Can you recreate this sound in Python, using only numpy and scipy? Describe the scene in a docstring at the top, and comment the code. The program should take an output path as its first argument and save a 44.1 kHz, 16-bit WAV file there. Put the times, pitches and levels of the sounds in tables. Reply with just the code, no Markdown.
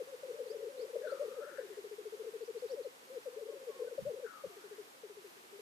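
"""Black grouse cocks display on open frozen ground, left of a stereo microphone: overlapping singings of one
bubbling song, made of gliding sines through an air-sac band, over a faint blur of distant cocks.
Two sneezing hisses are noise through a moving throat resonance; a small bird far off to the right chirps in
gliding sines; shaped noise makes two puffs of wind and a hiss of air and electronics that slowly sinks."""
import sys
import numpy as np
from scipy import signal
from scipy.fft import rfft, irfft, next_fast_len
from scipy.io import wavfile
from scipy.ndimage import map_coordinates

SR = 44100
rng = np.random.default_rng(int(sys.argv[2]) if len(sys.argv) > 2 else 0)


def log_audio(samples):
    """Write samples as a 16-bit WAV file to the path given in sys.argv[1]."""
    # one column per channel
    frames = np.atleast_2d(samples).T
    # limit to full scale, then quantise
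    limited = np.clip(frames, -1, 1)
    pcm = np.round(limited * 32767).astype(np.int16)
    wavfile.write(sys.argv[1], SR, pcm)


N = 247401  # length in samples


def amp(db):
    """Gain of a level in dB."""
    return 10 ** (np.asarray(db) / 20)


def unit(x):
    """x at rms 1."""
    return x / np.sqrt(np.mean(x ** 2) + 1e-20)


def along(points, hz):
    """Values at hz, read from (Hz, value) points on a log frequency axis."""
    point_hz, value = np.transpose(points)
    return np.interp(np.log(hz + 1), np.log(point_hz + 1), value)


def wobble(rate):
    """A smooth random curve, rate knots a second."""
    knots = rng.standard_normal(int(N * rate / SR) + 4)
    return map_coordinates(knots, [np.arange(N) * rate / SR])


def filtered(x, response):
    """x times a complex response of frequency."""
    size = next_fast_len(N + SR // 2)
    spectrum = rfft(x, size) * response(np.fft.rfftfreq(size, 1 / SR))
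    return irfft(spectrum, size)[..., :N]


def placed(x, left_db, lag_s):
    """A source left_db louder and lag_s later in the left channel, shared evenly between both."""
    side = np.array([[.5], [-.5]])
    return filtered(x, lambda hz: amp(left_db * side) * np.exp(-2j * np.pi * hz * lag_s * side))


def notes(rows, edge_s, fullness):
    """Gliding sines: the pitch is a parabola through three points, the swell a skewed arch with soft edges."""
    out = np.zeros(N + 2 * SR)  # a spare second at each end for notes that cross it
    start_turns = rng.random(len(rows))
    for (start_s, length_s, start_hz, mid_hz, end_hz, peak_db, peak_place), turn in zip(rows, start_turns):
        u = np.linspace(0, 1, max(round(length_s * SR), 8))
        hz = start_hz * (1 - u) * (1 - 2 * u) + 4 * mid_hz * u * (1 - u) + end_hz * u * (2 * u - 1)
        # warping time moves the top of the arch to peak_place
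        skew = np.log(.5) / np.log(np.clip(peak_place, .05, .95))
        arch = np.abs(np.sin(np.pi * u ** skew)) ** fullness
        edge = np.sin(np.pi / 2 * np.clip(np.minimum(u, 1 - u) * length_s / edge_s, 0, 1)) ** 2
        tone = np.sin(2 * np.pi * (np.cumsum(hz) / SR + turn))
        out[SR + round(start_s * SR):][:len(u)] += amp(peak_db) * arch * edge * tone
    return out[SR:SR + N]


def echo(x, t60):
    """The scattered answer of the ground and the far trees: decaying noise, different in each channel."""
    t = np.arange(SR // 2) / SR
    tail = rng.standard_normal((2, len(t))) * amp(-60 * t / t60)
    tail *= 1 - np.exp(-t / 0.0084)  # the scatter builds up before it decays
    return signal.fftconvolve(x[None], tail / np.linalg.norm(tail[0]), axes=1)[:, :N]


def rolls():
    """Even bubbles, each sliding down; pitch and level move steadily through a roll."""
    # rolls, one a row: first_bubble_s, last_bubble_s, first_hz, last_hz (middle pitch), first_peak_db, last_peak_db
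    roll_rows = [(1.625, 2.544, 389, 472, -44.5, -37), (4.491, 4.779, 356, 406, -51.5, -44),
                 (5.093, 5.239, 380, 360, -48.5, -48), (5.359, 5.428, 350, 342, -58, -60.5)]
    bubble_every_s, bubble_s, onset_hz, end_hz = .0712, .042, 461, 339.3  # spacing is rounded to fit the roll
    # a low bubble lasts longer and peaks earlier
    slack_hz, slack_s_per_hz, peak_hz, peak_per_hz = 429, 0.00038, 359, 0.005
    bubbles = []
    for first_s, last_s, first_hz, last_hz, first_db, last_db in roll_rows:
        for u in np.linspace(0, 1, round((last_s - first_s) / bubble_every_s) + 1):
            start_s = first_s + u * (last_s - first_s)
            hz = first_hz + u * (last_hz - first_hz)
            length_s = bubble_s + slack_s_per_hz * max(slack_hz - hz, 0)
            peak_db = first_db + u * (last_db - first_db)
            peak_place = peak_per_hz * (hz - peak_hz)
            bubbles.append((start_s, length_s, onset_hz, hz, min(end_hz, 0.96 * hz), peak_db, peak_place))
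    return bubbles


def sung(part, times):
    """The coos of one part of the song, each time it is sung."""
    rows = []
    for part_start_s, stretch, ratio, gain_db, until_s in times:
        for s, length_s, start_hz, mid_hz, end_hz, peak_db, peak_place in part:
            if s < until_s:
                rows.append((part_start_s + stretch * s, stretch * length_s, ratio * start_hz,
                             ratio * mid_hz, ratio * end_hz, peak_db + gain_db, peak_place))
    return rows


def cocks():
    """The near cocks coo through their swollen air sacs, all from one side; the sac passes one band."""
    # Every cock sings the same song: a roll of even bubbles, a climax of four full coos, a pause, a rippling close.
    # coos, almost pure, before stretch, ratio and gain: start_s (from the start of the part), length_s,
    # start_hz, mid_hz, end_hz, peak_db, peak_place (0-1)
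    climax = [(.02, .048, 490, 486, 380, -36, 0.5), (.089, 0.064, 540, 522, 405, -35, 0.76),
              (.158, .062, 600, 544, 400, -37.5, 0.77), (.242, .037, 583, 528, 390, -37.5, 0.7)]
    close = [(0, 0.063, 472, 536, 532, -45.5, 0.26), (.04, 0.052, 526, 509, 414, -37, 0.74),
             (.152, 0.047, 657, 518, 460, -36.5, 0.64), (.225, 0.047, 484, 510, 560, -48, 0.44),
             (.262, 0.035, 415, 439, 483, -41, 0.51), (.268, 0.067, 438, 575, 470, -48.5, 0.26),
             (.307, 0.039, 550, 462, 397, -39.5, 0.56), (.352, .028, 392, 438, 500, -44, .5),
             (.36, 0.059, 445, 555, 480, -51, .45), (.387, 0.029, 513, 456, 407, -38, 0.54),
             (.432, 0.031, 393, 440, 503, -44, 0.36), (.442, .055, 459, 562, 447, -48.5, 0.5),
             (.49, 0.092, 501, 533, 516, -50.5, 0.35), (.563, 0.051, 537, 472, 407, -37, 0.63),
             (.644, 0.038, 484, 531, 447, -51, 0.35), (.69, 0.032, 566, 495, 440, -37, 0.65),
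             (.718, 0.027, 432, 473, 510, -34, 0.42), (.742, 0.028, 540, 484, 420, -38, 0.52),
             (.77, 0.022, 526, 476.5, 572, -36.5, .64), (.808, 0.037, 632, 490, 430.5, -40, .6),
             (.832, 0.022, 493, 457, 400, -49, .4), (.88, 0.028, 572, 539.6, 420, -33, 0.36),
             (.952, 0.056, 434, 590, 520, -35, 0.46), (.996, .036, 542, 481, 400, -36.5, 0.49),
             (1.036, .022, 400, 446, 520, -38.5, 0.47), (1.051, 0.049, 524, 530, 407, -42.5, .65),
             (1.094, 0.02, 476, 523, 588, -45, 0.54), (1.105, 0.064, 701, 520, 422, -37, 0.75),
             (1.338, .031, 535, 520.5, 287, -37, .43)]
    # when a part is sung: start_s, stretch in time, pitch ratio, gain_db, until_s (part broken off, before stretch)
    climax_times = [(-.252, 1.001, 0.98, 1.8, .3), (2.599, 1.001, 1.001, 0.3, .3)]
    close_times = [(.066, 1.005, 1.04, -3.5, 1.2), (.228, 1.01, 1, 0.97, 1.5),
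                   (3.096, 1.0001, 1.001, 0.6, 1.5)]
    # single coos of further cocks: start_s, length_s, start_hz, mid_hz, end_hz, peak_db, peak_place (0-1)
    strays = [(1.394, .065, 429, 583.5, 300, -41.5, 0.6), (1.449, 0.068, 413, 594, 300, -47, 0.47),
              (1.517, 0.057, 567, 516, 298, -49, .41), (1.578, 0.063, 557, 480, 372, -46.5, 0.46),
              (1.775, 0.031, 520, 470, 400, -46.5, .3), (1.845, 0.02, 499, 466, 400, -46, .4),
              (1.98, 0.031, 546, 481, 423, -45.5, 0.7), (2.229, 0.034, 566, 493, 378, -41, 0.68),
              (3.498, 0.038, 519.8, 584, 540.5, -47.5, 0.77), (3.674, .06, 561.1, 588, 440, -53, 0.52),
              (5.032, 0.052, 508, 387, 375, -42.5, 0.045), (5.522, 0.068, 444, 394, 447, -50.5, .3),
              (5.588, .021, 503, 426, 380, -42, .06)]
    # faint short high notes among the coos, each falling a little: start_s, length_s, mid_hz, peak_db
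    high_rows = [(3.49, 0.072, 1085, -65.5), (3.689, 0.059, 1100, -61.5), (3.741, 0.067, 1095, -63),
                 (3.799, .04, 1070, -60), (3.865, 0.035, 1511, -58.5), (4.499, 0.063, 702, -63.5)]

    def sac(hz):
        return 1 / (1 + 1j * (hz / 470 - 470 / (hz + 1)) ** 3 * 2.5)  # one band around 470 Hz

    bubbling = notes(rolls() + sung(close, close_times) + strays, edge_s=0.0074, fullness=0.98)
    full_coos = notes(sung(climax, climax_times), edge_s=0.0063, fullness=0.43)
    voice = filtered(bubbling + full_coos, sac)
    near, wide = echo(voice, t60=0.095)
    falling = [(s, length_s, 1.015 * hz, hz, 0.924 * hz, db, .5) for s, length_s, hz, db in high_rows]
    high = notes(falling, edge_s=0.0033, fullness=0.59)
    direct = placed(voice + high + amp(-13.5) * near, left_db=6.0, lag_s=7e-5)
    return direct + amp(-25.5) * placed(wide, left_db=-10.0, lag_s=0)


def far_cocks():
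    """Distant cocks blur into a faint bubbling: many short falling coos at random moments."""
    far_level = [(0, -59.5), (2.3, -60.5), (2.85, -68.5), (3.6, -57.5), (4.25, -69)]  # lowest peak level of the distant coos: time_s, level_db
    when, pitch, size = rng.random((200, 3)).T
    start_s = when * N / SR
    hz = 350 + 190 * pitch
    peak_db = np.interp(start_s, *np.transpose(far_level)) + 6 * size
    length_s, peak_place = np.full(200, 0.0469), np.full(200, .5)
    rows = np.transpose([start_s, length_s, hz + 50, hz, hz - 50, peak_db, peak_place])
    return placed(notes(rows, edge_s=0.0078, fullness=1.0), left_db=1.5, lag_s=0)


def air():
    """Smooth wide noise of air and electronics, drifting and sinking a little; the spaced ports hear it partly alike."""
    air_spectrum = [(15, -64), (60, -24.5), (130, -16), (290, -4), (900, -3), (2100, -7.5), (6000, -14),
                    (14400, -18.5)]  # colour of the hiss: pitch_hz, level_db (per Hz, relative)
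    likeness = [(200, 0.57), (620, -0.42), (1350, -0.5), (2930, -0.23), (6370, 0.24)]  # how alike left and right are: pitch_hz, correlation (-1 to 1)

    def colour(hz):
        # the angle sets how much is common to both channels and how much opposed
        angle = np.arccos(np.clip(along(likeness, hz), -1, 1)) / 2
        return amp(along(air_spectrum, hz)) * [np.cos(angle), np.sin(angle)]

    mid, side = filtered(rng.standard_normal((2, N)), colour)
    # starts near -57 dB and sinks 0.13 dB a second
    level_db = -57 + 0.43 * wobble(6.4) - 0.13 * np.arange(N) / SR
    return amp(level_db) * unit(np.array([mid + side, mid - side]))


def small_bird():
    """Thin chirps of one shape, a dip, a shelf, a last rise, and a short falling note: gliding sines."""
    # far chirps: start_s, length_s, shelf_hz, top_hz (of the last rise), level_db (before the shape's own)
    chirps = [(0.468, 0.052, 4710, 5370, -62.5), (0.769, 0.056, 4480, 5350, -62),
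              (1.072, 0.05, 4220, 5000, -63), (2.414, .054, 4900, 6180, -67.5),
              (2.559, .047, 4430, 5400, -67), (2.671, 0.051, 4530, 5880, -62)]
    # shape of one chirp: share of the length, pitch step (dip -1, shelf 0, top 1), level_db (relative)
    chirp_shape = [(0, .6, -8), (.22, -1.1, -7.5), (.5, -0.073, -6), (.72, -.05, -1), (1.001, 1, -1)]
    # short falling note: start_s, length_s, start_hz, mid_hz, end_hz, peak_db, peak_place (0-1)
    cheeps = [(2.828, .02, 4800, 4300, 3850, -66, .6)]
    out = np.zeros(N)
    share, rise, shape_db = np.transpose(chirp_shape)
    for start_s, length_s, shelf_hz, top_hz, db in chirps:
        u = np.linspace(0, 1, round(length_s * SR))
        step = np.interp(u, share, rise)
        hz = shelf_hz + step * np.where(step > 0, top_hz - shelf_hz, 800)  # a dip step is 800 Hz
        tone = np.sin(2 * np.pi * np.cumsum(hz) / SR)
        out[round(start_s * SR):][:len(u)] = amp(db + np.interp(u, share, shape_db)) * tone
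    out = out + notes(cheeps, edge_s=.004, fullness=0.67)
    return placed(out, left_db=-17.0, lag_s=0) + echo(out, t60=0.13)


def hisses():
    """Turbulent air rings a narrow throat resonance that sinks and rises, inside a broad weak one; the flow flutters."""
    # air through the open bill, one list a hiss: time_s, resonance_hz (throat), flow_db (before flutter and ring level)
    hiss_curves = [
        [(1.02, 1750, -66), (1.06, 1525, -57), (1.13, 1325, -57.5), (1.21, 1227, -62), (1.26, 1200, -70.5),
         (1.31, 1234, -60), (1.39, 1272, -65), (1.43, 1347, -53), (1.49, 1379, -63), (1.54, 1423, -58),
         (1.62, 1516, -61.5), (1.78, 1656, -70)],
        [(4.24, 1600, -66.5), (4.27, 1450, -58.5), (4.34, 1317, -52), (4.43, 1198, -71), (4.52, 1132, -69),
         (4.63, 1375, -65), (4.72, 1493, -65.5), (4.78, 1710, -74)],
    ]
    t, out = np.arange(N) / SR, np.zeros(N)
    for rows in hiss_curves:
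        time_s, throat_hz, flow_db = np.transpose(rows)
        turns = np.cumsum(np.interp(t, time_s, throat_hz)) / SR
        flow = amp(np.interp(t, time_s, flow_db, -120, -120) + 2.75 * wobble(29.97))
        # the narrow ring gives way to the broad one as the bill opens
        sharp_db = np.interp(t, time_s[[0, -1]], [0, -11])
        broad_db = -13.5 - 0.65 * sharp_db
        for ratio, width_hz, ring_db in ((1, 135, sharp_db), (1.13, 410, broad_db)):
            noise = rng.standard_normal(N) + 1j * rng.standard_normal(N)
            pole = [1, -np.exp(-np.pi * width_hz / SR)]  # used twice for steeper skirts
            band = signal.lfilter([1], np.convolve(pole, pole), noise)
            # the low band of noise is shifted up to the moving resonance
            ring = unit((band * np.exp(2j * np.pi * ratio * turns)).real)
            out += flow * amp(ring_db) * ring
    return placed(out, left_db=18.0, lag_s=0) + amp(-10.5) * echo(out, t60=0.72)


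def puffs():
    """Wind strikes each microphone port with its own low noise, in lumps that both ports share."""
    puff_rows = [(3.981, 0.13, -56.5), (4.44, 0.054, -63.5)]  # wind on the microphone: start_s, length_s, level_db (before the lumps)
    puff_spectrum = [(30, -23), (80, -9.5), (200, -2), (320, -38)]  # colour of the wind: pitch_hz, level_db (per Hz, relative)
    t = np.arange(N) / SR
    swell = np.zeros(N)
    for start_s, length_s, db in puff_rows:
        swell += amp(db) * np.abs(np.sin(np.pi * np.clip((t - start_s) / length_s, 0, 1))) ** .5
    lumps = amp(2.295 * wobble(60))
    wind = filtered(rng.standard_normal((2, N)), lambda hz: amp(along(puff_spectrum, hz)))
    return swell * lumps * unit(wind)


def scene():
    """All sources at the two ports."""
    return cocks() + far_cocks() + air() + small_bird() + hisses() + puffs()


def record(dry):
    """A sharp band limit: nothing passes from top_hz up."""
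    top_hz = 14440
    return filtered(dry, lambda hz: hz < top_hz)


dry = scene()
out = record(dry)
log_audio(out)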